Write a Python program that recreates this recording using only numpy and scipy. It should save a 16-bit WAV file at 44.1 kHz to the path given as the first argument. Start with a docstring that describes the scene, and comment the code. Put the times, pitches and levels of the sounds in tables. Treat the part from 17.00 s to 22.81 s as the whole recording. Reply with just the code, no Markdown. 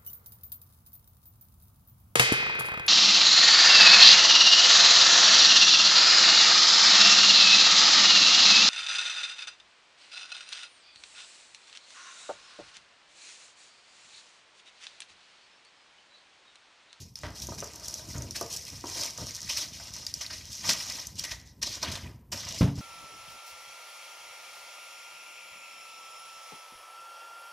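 """Unpacking a sleeved device

A flat device in a plastic sleeve is handled on its cardboard box in a small room, over a faint hush.
Film and foam rub by stick-slip friction, modelled as clumped noise grains; buckling creases snap and ring.
Taps excite the lid's resonances, brushes are dulled friction noise, and the shifting load rumbles.
A foam end cap scrapes off in short slips, the freed shell rings faintly as filtered noise,
and at last the device is set down with a thud, a sum of decaying modes of the hollow box."""
import sys
import numpy as np
from scipy import signal
from scipy.fft import rfft, irfft, next_fast_len
from scipy.io import wavfile
from scipy.ndimage import uniform_filter1d, map_coordinates

SR = 44100
rng = np.random.default_rng(int(sys.argv[2]) if len(sys.argv) > 2 else 0)


def log_audio(samples):
    """Write samples as a 16-bit WAV file to the path given in sys.argv[1]."""
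    # one column per channel
    frames = np.atleast_2d(samples).T
    # limit to full scale, then quantise
    limited = np.clip(frames, -1, 1)
    pcm = np.round(limited * 32767).astype(np.int16)
    wavfile.write(sys.argv[1], SR, pcm)


N = 256220
TOP_HZ = 14500  # upper band limit

# Levels in the tables are relative: the layers apply their own gains as well.
# background hush: (frequency [Hz], spectral level [dB])
HUSH_SPECTRUM = [(20, -7), (60, 22), (150, 6.5), (400, -16.5), (1000, -5.5), (3000, -72), (6000, -55.5),
                 (14000, -14.5)]
# decay of the room's diffuse tail: (frequency [Hz], T60 [s])
ROOM_DECAY = [(100, 0.5), (500, 0.87), (2000, 0.52), (6000, 0.18), (14000, 0.54)]
# stereo width, gain of the side signal: (frequency [Hz], gain [dB])
SIDE_GAIN = [(2800, -71), (4000, -53), (5500, -24), (7500, -5.5), (10000, -4), (14000, -4.5)]

# the load is shoved across the box and judders: (time [s], length [s], level [dB])
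SHOVES = [(0, .01, -41.5), (0.232, 0.087, -43), (0.396, 0.21, -44), (1.05, 0.26, -43.5),
          (1.395, 0.047, -45), (1.707, 0.035, -44), (2.18, 0.048, -42), (3.584, 0.062, -47),
          (4.06, .15, -47.5), (4.85, 0.084, -39.5), (5.02, 0.05, -37.5), (5.317, 0.053, -41),
          (5.438, 0.3, -48)]
# juddering of the load: (frequency [Hz], spectral level [dB])
RUMBLE_SPECTRUM = [(20, -46), (35, -8), (52, -0.5), (85, 4), (120, 2.5), (165, -4), (230, -4.5), (320, -13),
                   (600, -27), (1500, -42)]
SHOVE_RISE_S, SHOVE_T60_S = 0.021, 0.39
CARRY_DB = -53  # merely holding the load, on the scale of the shoves

# the load bumps the hollow box: (time [s], boom level [dB], contact level [dB], firmness [Hz])
BUMPS = [(.236, -17.5, -66, 70), (1.151, -24.5, -42, 140), (1.725, -44, -48.5, 72), (2.186, -43, -57, 70),
         (3.683, -44, -36, 250), (4.198, -33, -64, 70), (4.312, -19, -67, 60), (5.609, -9, -23, 490),
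         (5.672, -33, -34.5, 400), (5.777, -22.5, -45, 200)]
# modes of the box on its table: (frequency [Hz], level [dB], T60 [s])
BOX_MODES = [(60, -15, .25), (89, -11, 0.32), (116, -5.5, 0.28), (140, -12, 0.54), (179.8, -12, 0.42),
             (227, -15, 0.34), (281, -19.5, 0.73), (402.7, -22, 0.38)]
# crushing noise of the contact: (frequency [Hz], spectral level [dB])
CONTACT_SPECTRUM = [(40, -15), (90, -9.5), (170, 14), (400, -1.5), (900, -3.5), (1600, -13), (3500, -15),
                    (8000, -30), (14000, -32)]

# fingers and corners tap the lid: (time [s], level [dB], pitch of the spot over the lid's own [ratio])
TAPS = [(0.487, -33, 0.86), (0.521, -31.5, 1.05), (0.625, -29.5, 1.07), (1.412, -25.5, 0.97),
        (1.84, -31, 0.88), (2.184, -36, 1.14), (2.8, -39, 1.8)]
# resonances of the lid: (frequency [Hz], width [Hz], level [dB])
LID_MODES = [(400, 100, 3.5), (786, 380, -2), (1170, 180, -1.5), (1580, 330, -16.5)]

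# hands and corners brush the cardboard: (time [s], length [s], level [dB], dull above [Hz])
BRUSHES = [(0.231, 0.018, -38.5, 6000), (0.728, 0.36, -54, 1210), (1.139, 0.0071, -46, 3000),
           (1.145, 0.13, -43.5, 400), (1.952, 0.073, -45, 900), (2.189, 0.049, -47, 900),
           (2.988, .01, -51, 700), (4.83, 0.034, -41.5, 7000), (5.321, 0.0066, -41, 6000)]
# friction on cardboard: (frequency [Hz], spectral level [dB])
CARDBOARD_SPECTRUM = [(150, -8.5), (300, 1.5), (900, 0.5), (1700, -1), (2600, -8), (5000, -9.5),
                      (14000, -38)]

# resonances of the device's thin shell: (frequency [Hz], width [Hz], level [dB])
SHELL_MODES = [(1160, 73, -16.5), (1946, 140, 17), (3440, 90, 6)]
FREED_S = 4.24  # the shell is free of the foam

# creases in the film snap through: (time [s], level [dB], ring pitch [Hz], extra top end [dB])
SNAPS = [(0.156, -23.5, 5360, -6.5), (0.4703, -26, 5860, -2), (0.6036, -23.5, 6150, -1),
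         (0.643, -27.5, 6000, 3), (0.7583, -31, 5870, 6), (0.8456, -25.5, 5860, -5),
         (0.883, -20.5, 5800, 3.5), (0.9413, -19, 5830, 2.5), (1.182, -26.5, 6330, -0.5),
         (1.2214, -25.5, 5770, -4), (1.309, -22.5, 5500, 1), (1.4115, -21, 6050, 5),
         (1.4266, -25, 5600, -2), (1.564, -24, 5540, -1), (2.177, -23.5, 5800, -8),
         (2.3085, -25.5, 5850, -4), (2.417, -25, 5700, 1.5), (3.0665, -17, 4750, 1),
         (3.14, -15.5, 5830, -3), (3.2641, -22.5, 4400, 0), (3.8996, -20.5, 5110, -1),
         (4.0698, -22.5, 6060, 4), (4.1944, -20, 5600, -1), (4.239, -24.5, 4970, -1.5),
         (4.8302, -20.5, 6010, -7), (5.4887, -24, 5700, 6)]
# a buckling crease: (frequency [Hz], spectral level [dB])
CRACK_SPECTRUM = [(1000, -23), (3200, -14), (4600, 3), (5800, 8.5), (8000, -8), (14000, -16)]
CRACK_HZ = 5630  # ring pitch of a crease of middling size
TOP_END_HZ = 7500  # crack spectrum points above this, before pitch scaling, take the extra top end
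# the film settles after each snap; level relative to the snap's listed level
FLURRY_DB, FLURRY_RISE_S, FLURRY_T60_S = -26.5, 0.004, 0.37

# quick slips of foam over film: (time [s], rise [s], T60 [s], film level [dB], foam level [dB])
SLIPS = [(0.417, 0.0039, 0.07, -36.5, -60), (0.577, .008, 0.11, -40, -48),
         (1.344, 0.016, 0.14, -34.5, -38.5), (2.49, 0.0082, 0.065, -30, -43),
         (2.565, 0.0077, 0.2, -29, -41), (3.207, 0.0061, 0.14, -34, -43.5), (3.298, 0.01, 0.13, -50, -37.5),
         (3.322, 0.014, 0.092, -37, -45), (3.69, 0.0023, 0.07, -20.5, -29),
         (4.18, 0.016, 0.044, -34, -46.5), (4.236, 0.0066, 0.014, -26, -38),
         (4.248, 0.0033, 0.025, -29.5, -34), (4.307, 0.011, 0.065, -37, -38),
         (4.614, 0.019, 0.039, -28.5, -38), (4.658, 0.0135, 0.087, -35.5, -43),
         (4.826, 0.003, 0.068, -32.5, -29), (4.914, 0.0044, 0.095, -34, -45.5),
         (4.952, 0.0038, 0.042, -48, -36.5), (5.316, 0.0099, 0.096, -31.5, -37.5)]
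# film and foam are dragged steadily: (time [s], rise [s], length [s], film level [dB], foam level [dB])
DRAGS = [(0, 0.0024, .02, -49, -59.5), (0.156, .01, 0.11, -54, -57.5), (0.354, .008, 0.17, -46, -53.5),
         (0.823, 0.017, 0.16, -44.5, -63), (1.062, 0.033, 0.047, -42, -49),
         (1.496, 0.013, 0.066, -38.5, -49), (1.65, 0.018, 0.079, -48, -50.5), (1.791, 0.18, 0.27, -35, -41),
         (2.17, 0.0089, 0.19, -43, -54), (2.366, 0.15, 0.25, -38, -44), (2.717, 0.017, 0.18, -47.5, -51.5),
         (2.924, 0.018, 0.058, -41, -47), (3.34, 0.029, 0.096, -50, -55), (3.444, 0.08, 0.25, -42.5, -52.5),
         (3.624, 0.059, 0.087, -29, -30.5), (3.72, 0.066, 0.28, -38.5, -42),
         (4.142, 0.0465, 0.19, -44.5, -51.5), (4.445, 0.022, 0.034, -56.5, -68),
         (4.621, 0.027, 0.13, -40, -44.5), (4.807, 0.016, 0.15, -46, -39), (4.995, .02, 0.037, -54, -49.5),
         (5.341, 0.034, 0.27, -40, -43.5), (5.739, 0.025, 0.051, -47.5, -53.5)]
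DRAG_T60_S = 0.37  # a drag dies away once the hand stops
# while the foam cap is on, the gripped sleeve never quite rests
GRIP_FROM_S, GRIP_TO_S, GRIP_RISE_S, GRIP_T60_S = 0.14, 4.03, 0.3, 0.2
GRIP_FILM_DB, GRIP_FOAM_DB = -50.5, -55
# rubbing film: (frequency [Hz], spectral level [dB])
FILM_SPECTRUM = [(1200, -38.5), (2000, -19.5), (3000, -9), (4100, -0.5), (4700, -2), (5400, 3.5), (6100, 1),
                 (7000, -8), (8000, -12.5), (10000, -16.5), (14500, -21)]
# rubbing foam: (frequency [Hz], spectral level [dB])
FOAM_SPECTRUM = [(120, -19.5), (300, -0.5), (700, 3), (1200, 4.5), (1480, 0), (1800, 5.5), (2700, 6),
                 (4000, 5), (5500, 0.5), (8000, -23), (14000, -26.5)]
# the film's treble, higher when it is taut: (time [s], level [dB])
TAUTNESS = [(0, 3.5), (1.5, 4.5), (2.6, 1.5), (4.07, 2), (4.7, -0.5), (5.32, 6.5), (5.42, -1.5),
            (5.62, 2.5)]


def amp(db):
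    """Level to amplitude ratio: 20 dB is a factor of ten."""
    return 10 ** (np.asarray(db) / 20)


def unit(x):
    """Power normalization: scale to rms 1."""
    return x / np.sqrt(np.mean(x ** 2) + 1e-20)


def along(points, hz):
    """Interpolation of (frequency [Hz], value) points on a logarithmic axis."""
    f, v = np.transpose(points)
    return np.interp(np.log(hz + 1), np.log(f + 1), v)


def curves(rows):
    """Linear interpolation in time: one value per sample for each column after the time."""
    s, *cols = np.transpose(rows)
    return [np.interp(np.arange(N) / SR, s, c) for c in cols]


def wobble(rate):
    """Slow random modulation: a smooth curve through rate random knots a second."""
    knots = rng.standard_normal(int(N * rate / SR) + 4)
    return map_coordinates(knots, [np.arange(N) * rate / SR])


def fade(t, t60):
    """Exponential decay from t = 0, by 60 dB in t60 seconds."""
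    return np.exp(-np.log(1000) * np.maximum(t, 0) / t60)


def stroke(s, rise, length, t60):
    """Envelope of one movement: it builds up, holds until its length is over, then dies away."""
    t = np.arange(N) / SR - s
    return np.clip(t / rise, 0, 1) * fade(t - length, t60)


def add(track, s, sound):
    """Superposition: mix a sound into the track at time s."""
    part = track[round(s * SR):][:len(sound)]
    part += sound[:len(part)]


def filtered(x, response):
    """Linear filtering: the spectrum of x times a complex response of frequency."""
    n = x.shape[-1]
    padded = 2 * next_fast_len(n // 2 + SR // 10)
    hz = np.fft.rfftfreq(padded, 1 / SR)
    return irfft(rfft(x, padded) * response(hz), padded)[..., :n]


def coloured(x, spectrum):
    """Minimum-phase, hence causal, filtering to a (frequency [Hz], level [dB]) shape."""
    def response(hz):
        cepstrum = irfft(np.log(amp(along(spectrum, hz))))
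        half = len(cepstrum) // 2
        # folding the cepstrum onto positive times gives minimum phase
        cepstrum[1:half] *= 2
        cepstrum[half + 1:] = 0
        return np.exp(rfft(cepstrum))
    return filtered(x, response)


def resonate(x, modes):
    """Modal response: parallel second-order resonances of alternating sign."""
    def response(f):
        total = 0
        for k, (centre, width, db) in enumerate(modes):
            damping = 1j * f * width
            total = total + (-1) ** k * amp(db) * damping / (centre * centre - f * f + damping)
        return total
    return filtered(x, response)


def grains(spectrum, rate, spread_db, smooth, clump_db):
    """Stick-slip friction: tiny releases of uneven size over a smooth hiss, in clumps; rms 1."""
    sizes = amp(spread_db * np.clip(rng.standard_normal(N), -2, 2)) * rng.choice([-1, 1], N)
    releases = unit(sizes * (rng.random(N) < rate / SR))
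    clumps = amp(clump_db * (wobble(45) + wobble(170)))
    hiss = smooth * rng.standard_normal(N)
    return unit(coloured(clumps * (releases + hiss), spectrum))


def hush(level_db=-60):
    """Stationary noise: the faint, steady background of the room."""
    return amp(level_db) * unit(coloured(rng.standard_normal(N), HUSH_SPECTRUM))


def room(x, wall_db=-9, wall_t60=0.018, tail_db=-10):
    """Reverberation: table and near walls answer after 2 ms, with a longer diffuse tail."""
    hz, t, z = signal.stft(rng.standard_normal((2, SR // 2)), SR, nperseg=256)
    tail = signal.istft(z[0] * fade(t, along(ROOM_DECAY, hz)[:, None]), SR, nperseg=256)[1]
    walls = signal.istft(z[1] * fade(t, wall_t60), SR, nperseg=256)[1]
    answer = amp(tail_db) * tail / np.linalg.norm(tail)
    answer = answer + amp(wall_db) * walls / np.linalg.norm(walls)
    delayed = np.pad(answer, (SR // 500, 0))
    return x + signal.fftconvolve(x, delayed)[:N]


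def stereo_width(centre, separate):
    """Stereo width: the centre is shared; separate treble is added on one side, subtracted on the other."""
    side = filtered(separate, lambda hz: amp(along(SIDE_GAIN, hz)))
    return np.array([centre + side, centre - side])


def rumble(level_db=-1.5, unsteady_db=2):
    """Low-frequency friction: the load judders, faintly while held and more with each shove."""
    power = amp(CARRY_DB + unsteady_db * wobble(12)) ** 2
    for s, length, db in SHOVES:
        power += (amp(db) * stroke(s, SHOVE_RISE_S, length, SHOVE_T60_S)) ** 2
    judder = grains(RUMBLE_SPECTRUM, rate=340, spread_db=2.5, smooth=1.0, clump_db=-2.0)
    return amp(level_db) * np.sqrt(power) * judder


def bumps(attack=0.001, contact_t60=0.23):
    """Impact excitation of box modes: a firm contact drives them all, a soft one only the lowest."""
    track, t = np.zeros(N), np.arange(SR // 2) / SR
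    for s, db, contact_db, firm_hz in BUMPS:
        boom = np.zeros(len(t))
        for hz, level, t60 in BOX_MODES:
            drive = amp(level) / (1 + (hz / firm_hz) ** 4)
            boom += drive * np.sin(2 * np.pi * hz * t) * fade(t, t60)
        crush = unit(coloured(rng.standard_normal(len(t)), CONTACT_SPECTRUM)) * fade(t, contact_t60)
        onset = 1 - np.exp(-t / attack)
        add(track, s, (amp(db) * boom + amp(contact_db) * crush) * onset)
    return track


def taps(level_db=3, rattle=0.046, t60=0.15):
    """Impulse response: a tap and its brief buzz excite the damped lid at the pitch of that spot."""
    track, t = np.zeros(N), np.arange(SR // 5) / SR
    for s, db, pitch in TAPS:
        modes = [(hz * pitch, width, level) for hz, width, level in LID_MODES]
        buzz = rattle * rng.standard_normal(len(t)) * fade(t, t60)
        knock = resonate((t == 0) + buzz, modes)
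        add(track, s, amp(db + level_db) * knock / np.abs(knock).max())
    return track


def brushes(rise=0.0066, t60=0.27):
    """Dry friction on the cardboard lid: the softer the touch, the lower its cutoff."""
    track = np.zeros(N)
    friction = grains(CARDBOARD_SPECTRUM, rate=500, spread_db=3.5, smooth=1.0, clump_db=0.9)
    for s, length, db, dull_hz in BRUSHES:
        brush = amp(db) * stroke(s, rise, length, t60) * friction
        track += filtered(brush, lambda hz: 1 / np.sqrt(1 + (hz / dull_hz) ** 4))
    return track


def shell(level_db=-42, t60=0.47):
    """Damped resonance: the thin shell rings faintly after the end cap slips off."""
    track, t = np.zeros(N), np.arange(SR // 2) / SR
    ring = unit(resonate(rng.standard_normal(len(t)), SHELL_MODES))
    add(track, FREED_S, amp(level_db) * ring * fade(t, t60))
    return track


def crinkles(pitch_hz=5600, scatter=0.204, rate=260, cycles=6, spread_db=4):
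    """Snap-through of small film facets, each ringing at its own pitch; rms 1."""
    draws = rng.standard_normal((2400, 2))
    starts = (np.cumsum(rng.exponential(1, len(draws))) / rate * SR).astype(int)
    hz = np.clip(pitch_hz * np.exp(scatter * draws[:, :1]), 0, TOP_HZ)
    k = np.arange(SR // 125)  # samples of one 8 ms ping
    turns = hz * k / SR
    sizes = amp(spread_db * np.clip(draws[:, 1:], -2, 2))
    pings = sizes * np.sin(2 * np.pi * turns) * turns * np.exp(-2 * turns / cycles)
    places = (starts[:, None] + k).ravel()
    return unit(np.bincount(places, pings.ravel(), N)[:N])


def ticks(rate=45, spread_db=7.0):
    """Random impulses: single tiny creases give way, each a sharp click; rms 1."""
    sizes = amp(spread_db * np.clip(rng.standard_normal(N), -2, 1.5)) * rng.choice([-1, 1], N)
    return unit(coloured(sizes * (rng.random(N) < rate / SR), CRACK_SPECTRUM))


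def patchy(x, depth_db):
    """Time-varying colour: each moving fold has its own for a few hundredths of a second; rms 1."""
    z = signal.stft(x, nperseg=256)[2]
    field = uniform_filter1d(rng.standard_normal(z.shape), size=6, axis=0)  # across frequency
    field = uniform_filter1d(field, size=7, axis=1)  # across time
    return unit(signal.istft(z * amp(depth_db * unit(field)), nperseg=256)[1][:N])


def rubbing(film_db=-2, foam_db=-3.5, crinkle_db=-7, tick_db=-7, catch_db=1.0):
    """Sliding friction of film and foam: grip, drags and flurries add in power, slips in amplitude."""
    grip = stroke(GRIP_FROM_S, GRIP_RISE_S, GRIP_TO_S - GRIP_FROM_S, GRIP_T60_S)
    film_power, foam_power = (amp(GRIP_FILM_DB) * grip) ** 2, (amp(GRIP_FOAM_DB) * grip) ** 2
    for s, rise, length, drag_film_db, drag_foam_db in DRAGS:
        drag = stroke(s, rise, length, DRAG_T60_S)
        film_power += (amp(drag_film_db) * drag) ** 2
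        foam_power += (amp(drag_foam_db) * drag) ** 2
    t = np.arange(SR // 4) / SR  # flurries and slips are cut off after 0.25 s
    flurry = np.minimum(t / FLURRY_RISE_S, 1) * fade(t, FLURRY_T60_S)
    for s, db, *_ in SNAPS:
        add(film_power, s, (amp(db + FLURRY_DB) * flurry) ** 2)

    catching = catch_db * wobble(28)  # uneven catching, shared by both surfaces
    film = np.sqrt(film_power) * amp(film_db + catching)
    foam = np.sqrt(foam_power) * amp(foam_db + catching)
    # the crackle follows the film before the slips are added
    facets = crinkles(pitch_hz=5770, scatter=0.13, rate=150, cycles=5.6, spread_db=-2)
    crackle = film * (amp(crinkle_db) * facets + amp(tick_db) * ticks())
    for s, rise, t60, slip_film_db, slip_foam_db in SLIPS:
        swell = np.minimum(t / rise, 1) * fade(t - rise, t60)
        add(film, s, amp(slip_film_db) * swell)
        add(foam, s, amp(slip_foam_db) * swell)

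    rustle = grains(FILM_SPECTRUM, rate=2200, spread_db=1.5, smooth=0.88, clump_db=1.27)
    scrape = grains(FOAM_SPECTRUM, rate=1700, spread_db=3.5, smooth=0.95, clump_db=0.92)
    return film * patchy(rustle, depth_db=2.0) + foam * patchy(scrape, depth_db=4.0) + crackle


def snaps(level_db=0, crack_t60=0.0063, ring_t60=0.0082, ring_db=-2):
    """Buckling instability: a crease cracks and rings briefly, its spectrum scaled with its pitch."""
    track, t = np.zeros(N), np.arange(SR // 30) / SR
    for s, db, hz, top_db in SNAPS:
        colour = [(f * hz / CRACK_HZ, level + top_db * (f > TOP_END_HZ)) for f, level in CRACK_SPECTRUM]
        burst = rng.choice([-1, 1], len(t)) * fade(t, crack_t60)
        crack = unit(coloured(burst, colour))
        ping = unit(np.sin(2 * np.pi * hz * t) * t * fade(t, ring_t60))
        # -20.5 dB takes the listed level to the rms over the whole snap
        add(track, s, amp(db + level_db - 20.5) * unit(crack + amp(ring_db) * ping))
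    return track


def tautness(sound, sparkle_hz=7500, slack_hz=3700, slack_width_hz=800, slack_share=0.97):
    """Tension and spectral balance: taut film gains top end, slack film crinkles lower."""
    taut_db, = curves(TAUTNESS)
    treble = filtered(sound, lambda hz: 1 - 1 / (1 + (hz / sparkle_hz) ** 12))
    slack = filtered(sound, lambda hz: np.exp(-((hz - slack_hz) / slack_width_hz) ** 2))
    treble_change = amp(taut_db + 0.3 * wobble(47)) - 1  # the treble also flickers slightly
    slack_change = amp(-slack_share * taut_db) - 1
    return sound + treble_change * treble + slack_change * slack


def wrapping():
    """Friction and buckling of film and foam, coloured by how taut the sleeve is."""
    return tautness(rubbing() + snaps())


def scene():
    """Superposition of reverberant handling, dry box sounds and hush, widened to stereo."""
    handling = room(wrapping() + taps() + brushes() + shell())
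    centre = hush() + rumble() + bumps() + handling
    # the same movements with separately drawn random grains
    separate = room(wrapping())
    return stereo_width(centre, separate)


def record(dry, low_cut_hz=49):
    """Band limitation: the deepest bass is attenuated and nothing is kept from TOP_HZ upwards."""
    high_pass = signal.butter(4, low_cut_hz, "high", fs=SR, output="sos")
    return filtered(signal.sosfilt(high_pass, dry), lambda hz: hz < TOP_HZ)


dry = scene()
out = record(dry)
log_audio(out)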